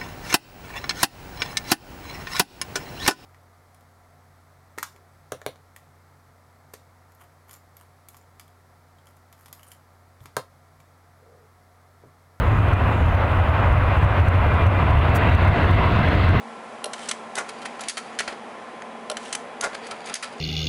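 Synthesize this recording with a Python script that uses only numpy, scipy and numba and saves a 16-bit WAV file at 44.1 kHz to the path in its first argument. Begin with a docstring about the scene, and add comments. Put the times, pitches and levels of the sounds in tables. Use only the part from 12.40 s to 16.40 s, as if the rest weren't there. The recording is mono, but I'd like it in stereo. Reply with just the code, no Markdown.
"""A jet rolls past after landing, its thrust reversers open to throw the exhaust forward.
From the start, big swirls of exhaust make a surging low rumble under the broad roar of mixing air,
and a faint fan whine drifts in and out. A limiter turns the whole sound down on each loud surge.
Near 2.7 s the jet draws level: the roar grows fuller and brighter, and one brief high zip crosses
from left to right. Toward the end, a fine high spray of noise points at the listener."""
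import sys
import numpy as np
from scipy import signal
from scipy.fft import rfft, irfft, next_fast_len
from scipy.io import wavfile
from scipy.ndimage import uniform_filter1d, map_coordinates
from numba import njit

SR = 44100
rng = np.random.default_rng(int(sys.argv[2]) if len(sys.argv) > 2 else 0)


def materialize(psi):
    """Save the field psi as 16-bit PCM at rate SR to the path in sys.argv[1].

    A 1-D psi becomes a single channel; in a 2-D psi each row is a channel.
    """
    bounded = np.clip(np.atleast_2d(psi).T, -1, 1)
    quanta = np.round(bounded * 32767).astype(np.int16)
    wavfile.write(sys.argv[1], SR, quanta)


N = 176400  # 4 seconds

# the surges of the rumble (time [s], level [dB])
RUMBLE_SURGES = [(0.0, -19.5), (0.11, -14), (0.28, -15.5), (0.34, -11.5), (0.38, -21), (0.48, -12.5),
                 (0.54, -21), (0.67, -12.5), (0.9, -21.5), (0.96, -14), (1.23, -19), (1.29, -11.5),
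                 (1.56, -17.5), (1.64, -7.5), (1.7, -19), (1.82, -11), (2.21, -17.5), (2.27, -8),
                 (2.36, -18.5), (2.61, -10), (2.66, -17.5), (2.73, -11.5), (2.78, -19.5), (2.95, -8.5),
                 (3.01, -16), (3.09, -6.5), (3.15, -24), (3.33, -9), (3.44, -17.5), (3.76, -16.5),
                 (3.91, -10), (3.99, -15.5)]
# how strong the rumble is at each pitch (frequency [Hz], level [dB])
RUMBLE_COLOUR = [(12, -33), (25, -14), (42, -10.5), (68, -4), (85, 1.5), (105, -3), (150, -17.5),
                 (230, -33), (400, -76)]
# the roar heard from the front (frequency [Hz], level [dB])
ROAR_FRONT_COLOUR = [(60, -9.5), (150, -2.5), (260, -1), (380, -5.5), (560, 0), (690, .5), (860, -2),
                     (1020, 0), (1500, -4), (1800, -10), (2030, -7.5), (2300, -13.5), (2650, -12.5),
                     (3100, -20), (3600, -25), (4400, -35), (5300, -43), (7500, -89)]
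# the roar heard from the side (frequency [Hz], level [dB])
ROAR_SIDE_COLOUR = [(60, -10), (150, 5), (250, -1), (360, -3.5), (520, -3), (700, 1.5), (850, -7),
                    (990, 1.5), (1170, -5), (1500, -3.5), (1800, -8), (2080, -5.5), (2370, -15),
                    (2680, -9.5), (3050, -17.5), (3500, -19), (4300, -29.5), (5300, -41.5), (7500, -63)]
# the slow rise of the roar (time [s], level [dB])
ROAR_LOUDNESS = [(0, -25), (.25, -23.5), (.55, -24), (.7, -24), (.85, -22.5), (1.05, -22.5), (1.2, -22),
                 (1.4, -22), (1.55, -21), (1.75, -21), (1.95, -22), (2.18, -21), (2.4, -21.8), (2.62, -21),
                 (2.85, -19), (3.2, -20), (3.65, -19.5), (4, -20.5)]
# the deep part of the exhaust (frequency [Hz], level [dB])
BODY_COLOUR = [(70, -11), (135, -0.5), (205, -1.5), (245, -4.5), (300, -3), (420, -11), (600, -21),
               (1200, -70)]
# how that deep part fades and returns (time [s], level [dB])
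BODY_LOUDNESS = [(0, -32.5), (.55, -30), (1, -53), (1.9, -41), (2.4, -28.5), (2.9, -30.5), (3.45, -26.5),
                 (4, -26.5)]
# how the fan whine comes and goes (time [s], level [dB])
WHINE_LOUDNESS = [(0, -56), (.25, -41), (.58, -43), (.8, -49), (1.1, -44), (1.5, -41), (1.95, -46),
                  (2.15, -37.5), (2.45, -40), (2.6, -50), (2.85, -40), (3.1, -47), (4, -55)]
# the highest part of the exhaust (frequency [Hz], level [dB])
SPRAY_COLOUR = [(1500, -32), (2600, -5), (3400, -0.5), (4400, -7), (5400, -19), (7500, -33), (10000, -51)]
# the filter that makes the zip sharp (frequency [Hz], gain [dB])
ZIP_COLOUR = [(2000, -30), (4500, 5.5)]
# the steady hiss (frequency [Hz], level [dB])
HISS_COLOUR = [(3000, -12), (6000, -.5), (10000, -4), (15000, -6.5)]
# how alike left and right are, for the jet and for the hiss (frequency [Hz], likeness [0 to 1])
JET_LIKENESS = [(25, 0.94), (100, 0.99), (1000, .993), (2500, .97), (4500, 1)]
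HISS_LIKENESS = [(1000, 0.055)]

ROAR_LEFT_DB = 1.5  # how much louder the jet is on the left, rumble aside


def rumble():
    """Big swirls of reversed exhaust make a low noise, evened out here and then swelled in surges."""
    swirls = stereo_noise(RUMBLE_COLOUR, JET_LIKENESS, patchy_db=0)
    power = uniform_filter1d(swirls[0] ** 2, size=SR // 10)  # averaged over 0.1 s
    even = unit(swirls / np.sqrt(np.abs(power) + 1e-6))
    return even * amp(curve(RUMBLE_SURGES) - .5) * lean(left_db=3)


def roar():
    """Exhaust roars as it mixes with air. We hear it from the front, then from the side."""
    passing_s, turn_s = 2.69, 0.38
    side_share = .5 + .5 * np.tanh((clock() - passing_s) / (2 * turn_s))
    front = stereo_noise(ROAR_FRONT_COLOUR, JET_LIKENESS, patchy_db=0.87)
    side = stereo_noise(ROAR_SIDE_COLOUR, JET_LIKENESS, patchy_db=1.87) * amp(0.58)
    blend = np.sqrt(1 - side_share) * front + np.sqrt(side_share) * side
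    flutter_db = 0.65 * wobble(per_second=22)  # rough air on the way
    return blend * amp(curve(ROAR_LOUDNESS) + flutter_db) * lean(ROAR_LEFT_DB)


def exhaust_body():
    """The deep part of the exhaust noise fades early on, then fills in as the jet draws level."""
    noise = stereo_noise(BODY_COLOUR, JET_LIKENESS, patchy_db=-0.2)
    return noise * amp(curve(BODY_LOUDNESS)) * lean(ROAR_LEFT_DB)


def fan_whine():
    """The fan blades make a tone, blurred by the air, that sinks slowly as the jet goes by."""
    start_hz, fall_hz_per_s = 2431, 16
    phase = 2 * np.pi * np.cumsum(start_hz - fall_hz_per_s * clock()) / SR
    blur = wobble(per_second=35) * np.cos(phase) + wobble(per_second=35) * np.sin(phase)
    tone = np.cos(phase) + 0.77 * blur
    return unit(tone) * amp(curve(WHINE_LOUDNESS)) * lean(ROAR_LEFT_DB)


def exhaust_spray():
    """The highest jet noise beams sideways, so it is heard once the open reversers face us."""
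    beam = bell_curve(clock() - 3.84, width_s=0.53)  # strongest at 3.84 s
    noise = stereo_noise(SPRAY_COLOUR, JET_LIKENESS, patchy_db=3.0)
    return noise * amp(-42.5) * beam * lean(ROAR_LEFT_DB)


def high_zip():
    """A brief run of sharp ticks slows down and slips from left to right."""
    middle_s, width_s, left_lead_s = 2.764, .008, .009
    t = clock() - middle_s
    ticks_per_s = np.interp(t, [-width_s, -width_s / 2], [1210, 942])
    ticks = np.diff(np.floor(np.cumsum(ticks_per_s) / SR), prepend=0)
    noisy = ticks + 0.056 * rng.standard_normal(N)
    sharp = filtered(noisy, lambda hz: amp(along(ZIP_COLOUR, hz)))
    swell = bell_curve(t + np.array([[.5], [-.5]]) * left_lead_s, width_s)
    return sharp * swell * amp([[-19], [-26]])  # weaker on the right


def hiss():
    """The microphone adds a faint hiss of its own."""
    return stereo_noise(HISS_COLOUR, HISS_LIKENESS, patchy_db=2.5) * amp(-56.5) * lean(left_db=-0.5)


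def stereo_noise(colour, likeness, patchy_db):
    """Left and right noise of a given colour, with random louder and softer patches."""
    grid = signal.stft(rng.standard_normal((2, N)), nperseg=1024)[2]  # split by pitch and time
    patches = uniform_filter1d(rng.standard_normal(grid.shape[1:]), size=10, axis=0)
    patches = uniform_filter1d(patches, size=9, axis=1)
    pair = signal.istft(grid * amp(patchy_db * unit(patches)), nperseg=1024)[1][:, :N]

    def gains(hz):
        angle = np.arccos(np.clip(along(likeness, hz), -1, 1)) / 2  # 0 when both sides match
        return amp(along(colour, hz)) * [np.cos(angle), np.sin(angle)]

    shared, opposite = filtered(pair, gains)
    return unit(np.array([shared + opposite, shared - opposite]))


def amp(db):
    """Turn decibels into a number to multiply by."""
    return 10 ** (np.asarray(db) / 20)


def unit(x):
    """Scale a sound to an average power of 1."""
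    return x / np.sqrt(np.mean(x ** 2) + 1e-20)


def clock():
    """The time of each sample, in seconds."""
    return np.arange(N) / SR


def along(points, hz):
    """Read a frequency table, joining its points on a log (pitch) scale."""
    frequencies, values = np.transpose(points)
    return np.interp(np.log(hz + 1), np.log(frequencies + 1), values)


def curve(rows):
    """Read a time table at every sample."""
    return np.interp(clock(), *np.transpose(rows))


def bell_curve(t, width_s):
    """A smooth rise and fall that peaks at t = 0."""
    return np.exp(-.5 * (t / width_s) ** 2)


def wobble(per_second):
    """A smooth curve through evenly spaced random values."""
    return map_coordinates(rng.standard_normal(N // 10), [clock() * per_second + 2])


def filtered(x, gain_at):
    """Turn each frequency of a sound up or down."""
    size = next_fast_len(N + SR // 2)
    return irfft(rfft(x, size) * gain_at(np.fft.rfftfreq(size, 1 / SR)), size)[..., :N]


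def lean(left_db):
    """Two gains that put the left side left_db above the right."""
    return amp(np.array([[.5], [-.5]]) * left_db)


@njit
def follow(need, attack, release):
    """Rise quickly to each peak and sink back slowly."""
    out, held = np.zeros(len(need)), 0.
    for i in range(len(need)):
        held += (need[i] - held) * (attack if need[i] > held else release)
        out[i] = held
    return out


def scene():
    """The jet, the zip and the hiss together."""
    return rumble() + exhaust_body() + roar() + exhaust_spray() + fan_whine() + high_zip() + hiss()


def record(dry):
    """A fast limiter turns both sides down on loud peaks; the very highest treble is cut off."""
    limit_db, cut_share, attack_s, release_s = -11.5, 0.78, 0.0019, 0.033
    step, top_hz = SR // 2000, 15800  # the gain changes in steps of about 0.5 ms
    peak_db = 20 * np.log10(np.abs(dry).max(axis=0) + 1e-9)
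    over_db = np.maximum(peak_db - limit_db, 0)
    cut_db = cut_share * follow(over_db, 1 / (attack_s * SR), 1 / (release_s * SR))
    stepped_db = cut_db[np.arange(N) // step * step]
    return filtered(dry * amp(-stepped_db), lambda hz: hz < top_hz)


dry = scene()
out = record(dry)
materialize(out)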